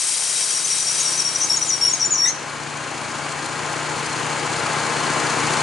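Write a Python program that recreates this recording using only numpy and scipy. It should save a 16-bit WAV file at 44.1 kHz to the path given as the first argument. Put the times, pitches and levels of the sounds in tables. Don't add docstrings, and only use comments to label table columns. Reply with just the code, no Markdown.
import sys
import numpy as np
from scipy import signal
from scipy.fft import rfft, irfft, next_fast_len
from scipy.io import wavfile
from scipy.ndimage import map_coordinates

SR = 44100
rng = np.random.default_rng(int(sys.argv[2]) if len(sys.argv) > 2 else 0)


def file_out(sig):
    cols = np.atleast_2d(sig).T
    lim = np.clip(cols, -1, 1)
    pcm = np.round(lim * 32767).astype(np.int16)
    wavfile.write(sys.argv[1], SR, pcm)


def boost_factor(decibels):
    exponent = np.asarray(decibels, float) / 20
    return 10 ** exponent


N = 247842

# t/s, rate/(four-stroke cycles per s)
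ENGINE_SPEED = [
    (0, 16.52),
    (.56, 15.79),
    (1.12, 15.2),
    (1.5, 15.08),
    (2.0, 14.6),
    (2.3, 14.52),
    (3.36, 14.57),
    (3.66, 14.95),
    (5.62, 14.92),
]
# multiple of the cycle rate, level/dB
EXHAUST_ORDERS = [(6, -13.9), (8, -6.8), (10, 0.0), (11, -10.6), (12, -10.7), (15, -8.5), (16, -8.7),
                  (18, -9.4), (19, -10.6), (20, -10.1), (21, -6.4), (24, -6.5), (26, -10.8), (30, -8.8),
                  (32, -8.3), (46, -10.4), (52, -11.6), (55, -8.2), (56, -5.9), (60, -6.1),
                  (5, -19), (7, -25), (9, -22), (13, -19), (14, -22), (23, -14), (25, -11), (27, -17),
               (44, -12), (70, -8)]
# f/Hz, level/dB (per Hz)
CASING_COLOUR = [(35, -73), (60, -15), (145, 3), (195, -12), (222, -2.5), (303, -2.5), (504, -2.5),
                 (865, -3), (954, -1.5), (1040, -3), (1110, -2.5), (1580, -3.5), (3000, -8.5), (3900, -16),
                 (6600, -120)]
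# f/Hz, width/Hz, level/dB
PANEL_MODES = [(312, 10, 1), (838, 24, 1), (896, 14, 1), (1045, 18, 5), (1152, 20, -2), (1269, 25, 0),
               (1411, 20, 0), (1523, 20, -1), (1618, 22, 2), (2270, 40, 1)]
# f/Hz, level/dB (per Hz)
VALVE_COLOUR = [(1500, -15), (2400, -6.5), (3000, -16.5), (3700, -5.5), (4300, 0), (5360, -2.5),
                (6800, -0.5), (8300, -3), (9600, -5.5), (11500, -14.5)]
# f/Hz, width/Hz, level/dB
FIN_MODES = [(3440, 40, -3), (4200, 110, 0), (4650, 25, 0), (5020, 30, -3), (5950, 40, -3), (6265, 40, -1),
             (6900, 240, -3)]
# f/Hz, likeness (0-1)
ENGINE_ALIKE = [(40, .6), (80, .85), (140, .88), (340, .87), (810, .89), (1920, .86), (4560, .84),
                (10800, .8)]
# f/Hz, left minus right level/dB
ENGINE_LEAN = [(40, 3.8), (140, 5.2), (300, 6.5), (600, 6.8), (1100, 4.8), (2000, 2.5), (4560, 2.5),
               (10800, 3.5)]
# t/s, length/s, f/Hz, level/dB
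LOW_SQUEALS = [(.363, 0.011, 5770, -25), (0.408, 0.036, 5680, -20.5), (0.5, 0.018, 5720, -25),
               (0.546, 0.042, 5630, -21), (0.701, .034, 5675, -17.5), (0.813, 0.016, 5760, -23),
               (0.866, 0.038, 5660, -20.5), (1.05, 0.018, 5680, -21), (1.07, 0.025, 5650, -20.5),
               (1.129, 0.03, 5700, -26), (1.191, 0.031, 5670, -18.5), (1.248, 0.047, 5640, -19),
               (1.295, .035, 5660, -31), (1.349, 0.016, 5750, -17.5), (1.406, .036, 5680, -20),
               (1.497, 0.025, 5545, -13.5), (1.519, 0.04, 5600, -20.5), (1.542, 0.029, 5620, -29),
               (1.615, 0.016, 5840, -15.5), (1.702, 0.043, 5660, -16.5), (1.745, 0.025, 5610, -21),
               (1.811, 0.05, 5524, -15.5), (1.848, 0.019, 5620, -19), (1.866, 0.021, 5550, -13),
               (1.892, 0.035, 5700, -27), (2.012, .026, 5650, -14), (2.036, 0.028, 5600, -20.5),
               (2.176, 0.035, 5570, -21), (2.198, 0.039, 5553, -18.5), (2.234, 0.026, 5640, -13)]
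# t/s, length/s, f/Hz, level/dB
HIGH_SQUEALS = [(.492, .019, 6030, -24), (0.64, .017, 6050, -19), (0.652, .015, 6580, -25),
                (0.799, .013, 6070, -20), (.94, 0.032, 6070, -32), (.979, 0.025, 6030, -23.5),
                (0.998, .022, 6540, -20.5), (1.173, 0.024, 6050, -23.5), (1.401, 0.04, 6130, -21),
                (1.435, .025, 6240, -28), (1.436, 0.015, 6430, -20), (1.568, 0.012, 6630, -18.5),
                (1.65, .02, 7150, -32), (1.674, 0.026, 6980, -21), (1.892, .018, 7070, -26),
                (1.927, 0.017, 6610, -15.5), (1.965, .018, 6740, -37), (2.008, 0.014, 6050, -20),
                (2.048, 0.023, 7000, -17.5), (2.106, 0.034, 6920, -19), (2.121, 0.013, 6930, -16),
                (2.116, 0.018, 6630, -21), (2.157, .05, 6830, -34), (2.272, 0.021, 6190, -16),
                (2.287, .026, 6610, -29), (1.83, .05, 3850, -40), (1.83, 0.06, 9600, -34),
                (1.837, 0.023, 2900, -37), (2.247, 0.016, 3750, -24), (2.252, 0.049, 1765, -36.5)]
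# t/s, length/s, first f/Hz, last f/Hz, level/dB
SLIDES = [(.417, 0.02, 5950, 5650, -30), (.772, .016, 6200, 5780, -30), (1.12, .015, 6050, 5780, -26),
          (1.562, .012, 7200, 6670, -24), (1.689, 0.023, 6600, 5920, -20), (1.951, 0.018, 6200, 5770, -34),
          (1.996, 0.02, 5950, 5700, -24), (2.138, 0.025, 6840, 5700, -18), (2.165, .025, 6100, 5820, -22),
          (2.255, 0.039, 5690, 5850, -19.5), (2.206, 0.018, 4470, 4600, -38),
          (2.239, 0.03, 5860, 5960, -25), (2.28, .025, 4050, 4130, -37), (2.299, .025, 6630, 6320, -30)]
# t/s, f/Hz, level/dB
STOP_CHATTER = [
    (2.22, 1883, -52),
    (2.226, 1885, -36),
    (2.266, 1938, -21),
    (2.285, 2063, -31),
    (2.33, 2063, -42),
]
# multiple of its pitch, level/dB
CHATTER_OVERTONES = [(1, -2), (2, -25), (4, -6), (5, -11)]
# f/Hz, level/dB (per Hz)
HISS_COLOUR = [(300, -61), (1300, -18.5), (2200, -7), (3500, -9), (4200, -7), (4800, -6), (6000, 1.5),
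               (7400, 0), (8300, 4), (9800, 5), (11500, 0.5)]
# f/Hz, width/Hz, level/dB
BLADE_MODES = [(3195, 35, 3), (3865, 50, 3), (4580, 50, 1), (4895, 35, 3), (5660, 110, 0), (6860, 120, -2),
               (7450, 35, -1), (8160, 200, 1), (8570, 60, 1), (9140, 80, 0), (9640, 40, -4)]
# t/s, peak level/dB
SLAB_KNOCKS = [
    (2.077, -27.5),
]
# f/Hz, level/dB, time to fall 60 dB/s
SLAB_MODES = [(150, 0, .09), (300, -10, .08), (350, 3.5, 0.084), (410, -2, 0.067)]
# f/Hz, time to fall 60 dB/s
YARD_DECAY = [(200, .35), (5600, .33), (9000, .2)]
# t/s, level/dB
CAMERA_GAIN = [
    (0, -6),
    (.12, -4.5),
    (.72, -3.5),
    (1.1, -1),
    (2.3, -0.5),
    (2.5, 1.5),
    (5.62, 11),
]


def unit(x):
    return x / np.sqrt(np.mean(x ** 2) + 1e-20)


def along(points, hz):
    f, value = np.transpose(points)
    return np.interp(np.log(hz + 1), np.log(f + 1), value)


def over_time(rows):
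    s, value = np.transpose(rows)
    return np.interp(np.arange(N) / SR, s, value)


def wobble(rate):
    knots = rng.standard_normal(int(N * rate / SR) + 4)
    return map_coordinates(knots, [np.arange(N) * rate / SR])


def filtered(x, response):
    m = next_fast_len(N + SR // 2)
    return irfft(rfft(x, m) * response(np.fft.rfftfreq(m, 1 / SR)), m)[..., :N]


def colour(spectrum, modes, mode_db):
    def response(f):
        peaks = sum(boost_factor(2 * db) / (1 + (2 * (f - centre) / width) ** 2) for centre, width, db in modes)
        return boost_factor(along(spectrum, f)) * np.sqrt(1 + boost_factor(2 * mode_db) * peaks)
    return response


def spread(pair, alike, lean):
    def shares(hz):
        turn = np.arccos(np.clip(along(alike, hz), -1, 1)) / 2
        return np.array([np.cos(turn), np.sin(turn)])
    mid, side = filtered(pair, shares)
    return filtered(np.array([mid + side, mid - side]), lambda hz: boost_factor(np.outer([.5, -.5], along(lean, hz))))


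def knocks(cycle, places, sharp):
    return sum(size * np.exp(sharp * (np.cos(2 * np.pi * (cycle - place)) - 1)) for place, size in places)


def exhaust(cycle):
    pipe, body = np.zeros((2, 2, N))
    for order, db in EXHAUST_ORDERS:
        k = round(order)
        phase = np.angle(1 + .9 * np.exp(-2j * np.pi * k * .59))
        phase += .02 * k * k - 2 * np.pi * k * .72
        drift = k * .012 * (wobble(6) + np.array([wobble(9), wobble(9)]))
        unsteady_db = (1 + .035 * k) * wobble(8)
        angle = 2 * np.pi * k * cycle + phase + drift + [[0], [1.5]]
        line = boost_factor(db + unsteady_db) * np.cos(angle)
        if k < 28:
            pipe = pipe + line
        else:
            body = body + line
    return unit(pipe), unit(body)


def casing(cycle):
    steps = round(SR / 15)
    pattern = rng.standard_normal((2, 14, steps))
    slot, age = cycle % 1 * (steps - 1), np.arange(N) / N * 12
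    repeat = np.array([map_coordinates(p, [age, slot], order=1) for p in pattern])
    repeat = filtered(unit(repeat), lambda f: f ** 4 / (f ** 4 + 480 ** 4))
    beat = 2.7 + knocks(cycle, [(.22, 0.37), (.57, 0.46), (.92, 0.26)], sharp=6.7)
    shaking = beat * (0.61 * repeat + 1.19 * rng.standard_normal((2, N)))
    rattle = filtered(shaking, colour(CASING_COLOUR, PANEL_MODES, mode_db=3.0))
    rumble = filtered(rattle, lambda f: 1 / (1 + (f / 330) ** 4))
    return unit(rumble), unit(rattle - rumble)


def valve_gear(cycle):
    tick = 0.99 + boost_factor(3.0 * wobble(30)) * knocks(cycle, [(.07, 0.67), (.58, 0.36), (.85, 0.27)], sharp=7.1)
    return unit(filtered(tick * rng.standard_normal((2, N)), colour(VALVE_COLOUR, FIN_MODES, mode_db=5.5)))


def engine():
    idle = 14.95
    rate = over_time(ENGINE_SPEED)
    over = np.clip(rate - idle, 0, None)
    cycle = np.cumsum(rate) / SR - .09
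    pipe, body = exhaust(cycle)
    rumble, rattle = casing(cycle)
    exhaust_db, clatter_db, valve_db = -43.5 - 5 * over, -34.5, -43.5 + 4 * over
    off_idle_db = 12 * np.abs(rate - idle)
    low = boost_factor(exhaust_db) * (boost_factor(-1.27) * pipe + boost_factor(-11.5) * rumble)
    clatter = boost_factor(-1.5) * rattle + boost_factor(-11.5 - off_idle_db) * body
    clatter = boost_factor(clatter_db + 0.082 * wobble(9.9)) * clatter
    valves = boost_factor(valve_db + 2) * valve_gear(cycle)
    return np.sqrt(2) * spread(low + clatter + valves, ENGINE_ALIKE, ENGINE_LEAN)


def slip(db, hz, tones, steady, waver_hz):
    knots = np.arange(len(hz)) * [[210], [160]] / SR
    shake = map_coordinates(rng.standard_normal((2, 60)), np.broadcast_arrays([[0], [1]], knots))
    turns = np.cumsum(hz + waver_hz * shake[1]) / SR
    wave = sum(boost_factor(g) * np.sin(2 * np.pi * round(k) * turns) for k, g in tones)
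    return boost_factor(db + 7.0) * np.tanh(steady + shake[0]) * wave


def squeal():
    catch, swell_db, crest, fade_db, ring_out = 0.002, 4.5, 0.59, 8.5, 0.033
    cry, t = np.zeros(N), np.arange(SR // 8) / SR
    held = [(s, length, hz, hz, db) for s, length, hz, db in LOW_SQUEALS + HIGH_SQUEALS]
    for s, length, first_hz, last_hz, peak_db in held + SLIDES:
        left = np.clip(1 - t / length, 0, 1)
        hz = last_hz + (first_hz - last_hz) * left ** 2.1
        end = catch + length
        db = np.interp(t, [-catch / 2, catch, catch + crest * length, end, end + ring_out],
                       [-40, peak_db - swell_db, peak_db, peak_db - fade_db, -70])
        cry[round(s * SR):][:len(t)] += slip(db, hz, [(1, .5), (2, -11)], steady=1.5, waver_hz=50)
    s, hz, db = np.transpose(STOP_CHATTER)
    t = s[0] + t
    db = np.interp(t, s, db, right=-70)
    stop = slip(db, np.interp(t, s, hz), CHATTER_OVERTONES, steady=0.28, waver_hz=25)
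    cry[round(s[0] * SR):][:len(t)] += stop
    cry = .3 * np.tanh(cry / .3)
    return filtered(cry, lambda f: f > 800)


def blade_rush():
    stop_s = 2.47
    speed = np.clip(1 - (np.arange(N) / SR / stop_s) ** 1.07, 0, 1)
    grit = boost_factor(0.8 * wobble(150) + wobble(12.47)) * rng.standard_normal((2, N))
    hiss = filtered(grit, colour(HISS_COLOUR, BLADE_MODES, mode_db=7))
    low_share = lambda f: 1 / (1 + (f / 6300) ** 8)
    low = boost_factor(-23 - 1.5) * speed * unit(filtered(hiss, low_share))
    high = boost_factor(-17 - 2.5) * speed ** 1.62 * unit(filtered(hiss, lambda f: 1 - low_share(f)))
    alike = [(3000, 0.85), (6000, 0.95), (9000, 0.65)]  # f/Hz, likeness
    lean = [(3000, 2.2), (6000, 5.0), (9000, 5.3)]  # f/Hz, left minus right level/dB
    return np.sqrt(2) * spread(low + high, alike, lean)


def slab():
    out, t = np.zeros(N), np.arange(SR // 5) / SR
    ring = sum(boost_factor(db - 60 * t / t60) * np.sin(2 * np.pi * hz * t) for hz, db, t60 in SLAB_MODES)
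    for s, db in SLAB_KNOCKS:
        out[round(s * SR):][:len(t)] += boost_factor(db - 2) * ring * (1 - np.exp(-t / .003))
    return out


def yard(x):
    hz, t, z = signal.stft(rng.standard_normal((2, SR // 3)), SR, nperseg=256)
    tail = signal.istft(z * boost_factor(-60 * t / along(YARD_DECAY, hz)[:, None]), SR, nperseg=256)[1]
    late = np.pad(x, (300, 0))[None]
    return signal.fftconvolve(late, tail / np.linalg.norm(tail[0]), axes=1)[:, :N]


def scene():
    cry = squeal()
    to_the_left = boost_factor([[2], [-2.6]])
    return engine() + (cry + slab()) * to_the_left + blade_rush() + boost_factor(-10.0) * yard(cry)


def band_limit(x):
    return signal.sosfilt(signal.butter(12, 11440, fs=SR, output="sos"), x)


def record(dry):
    gained = dry * boost_factor(over_time(CAMERA_GAIN))
    mix = filtered(gained, lambda f: 1 / (1 + (f / 11035) ** 600))
    return band_limit(mix)


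dry = scene()
out = record(dry)
file_out(out)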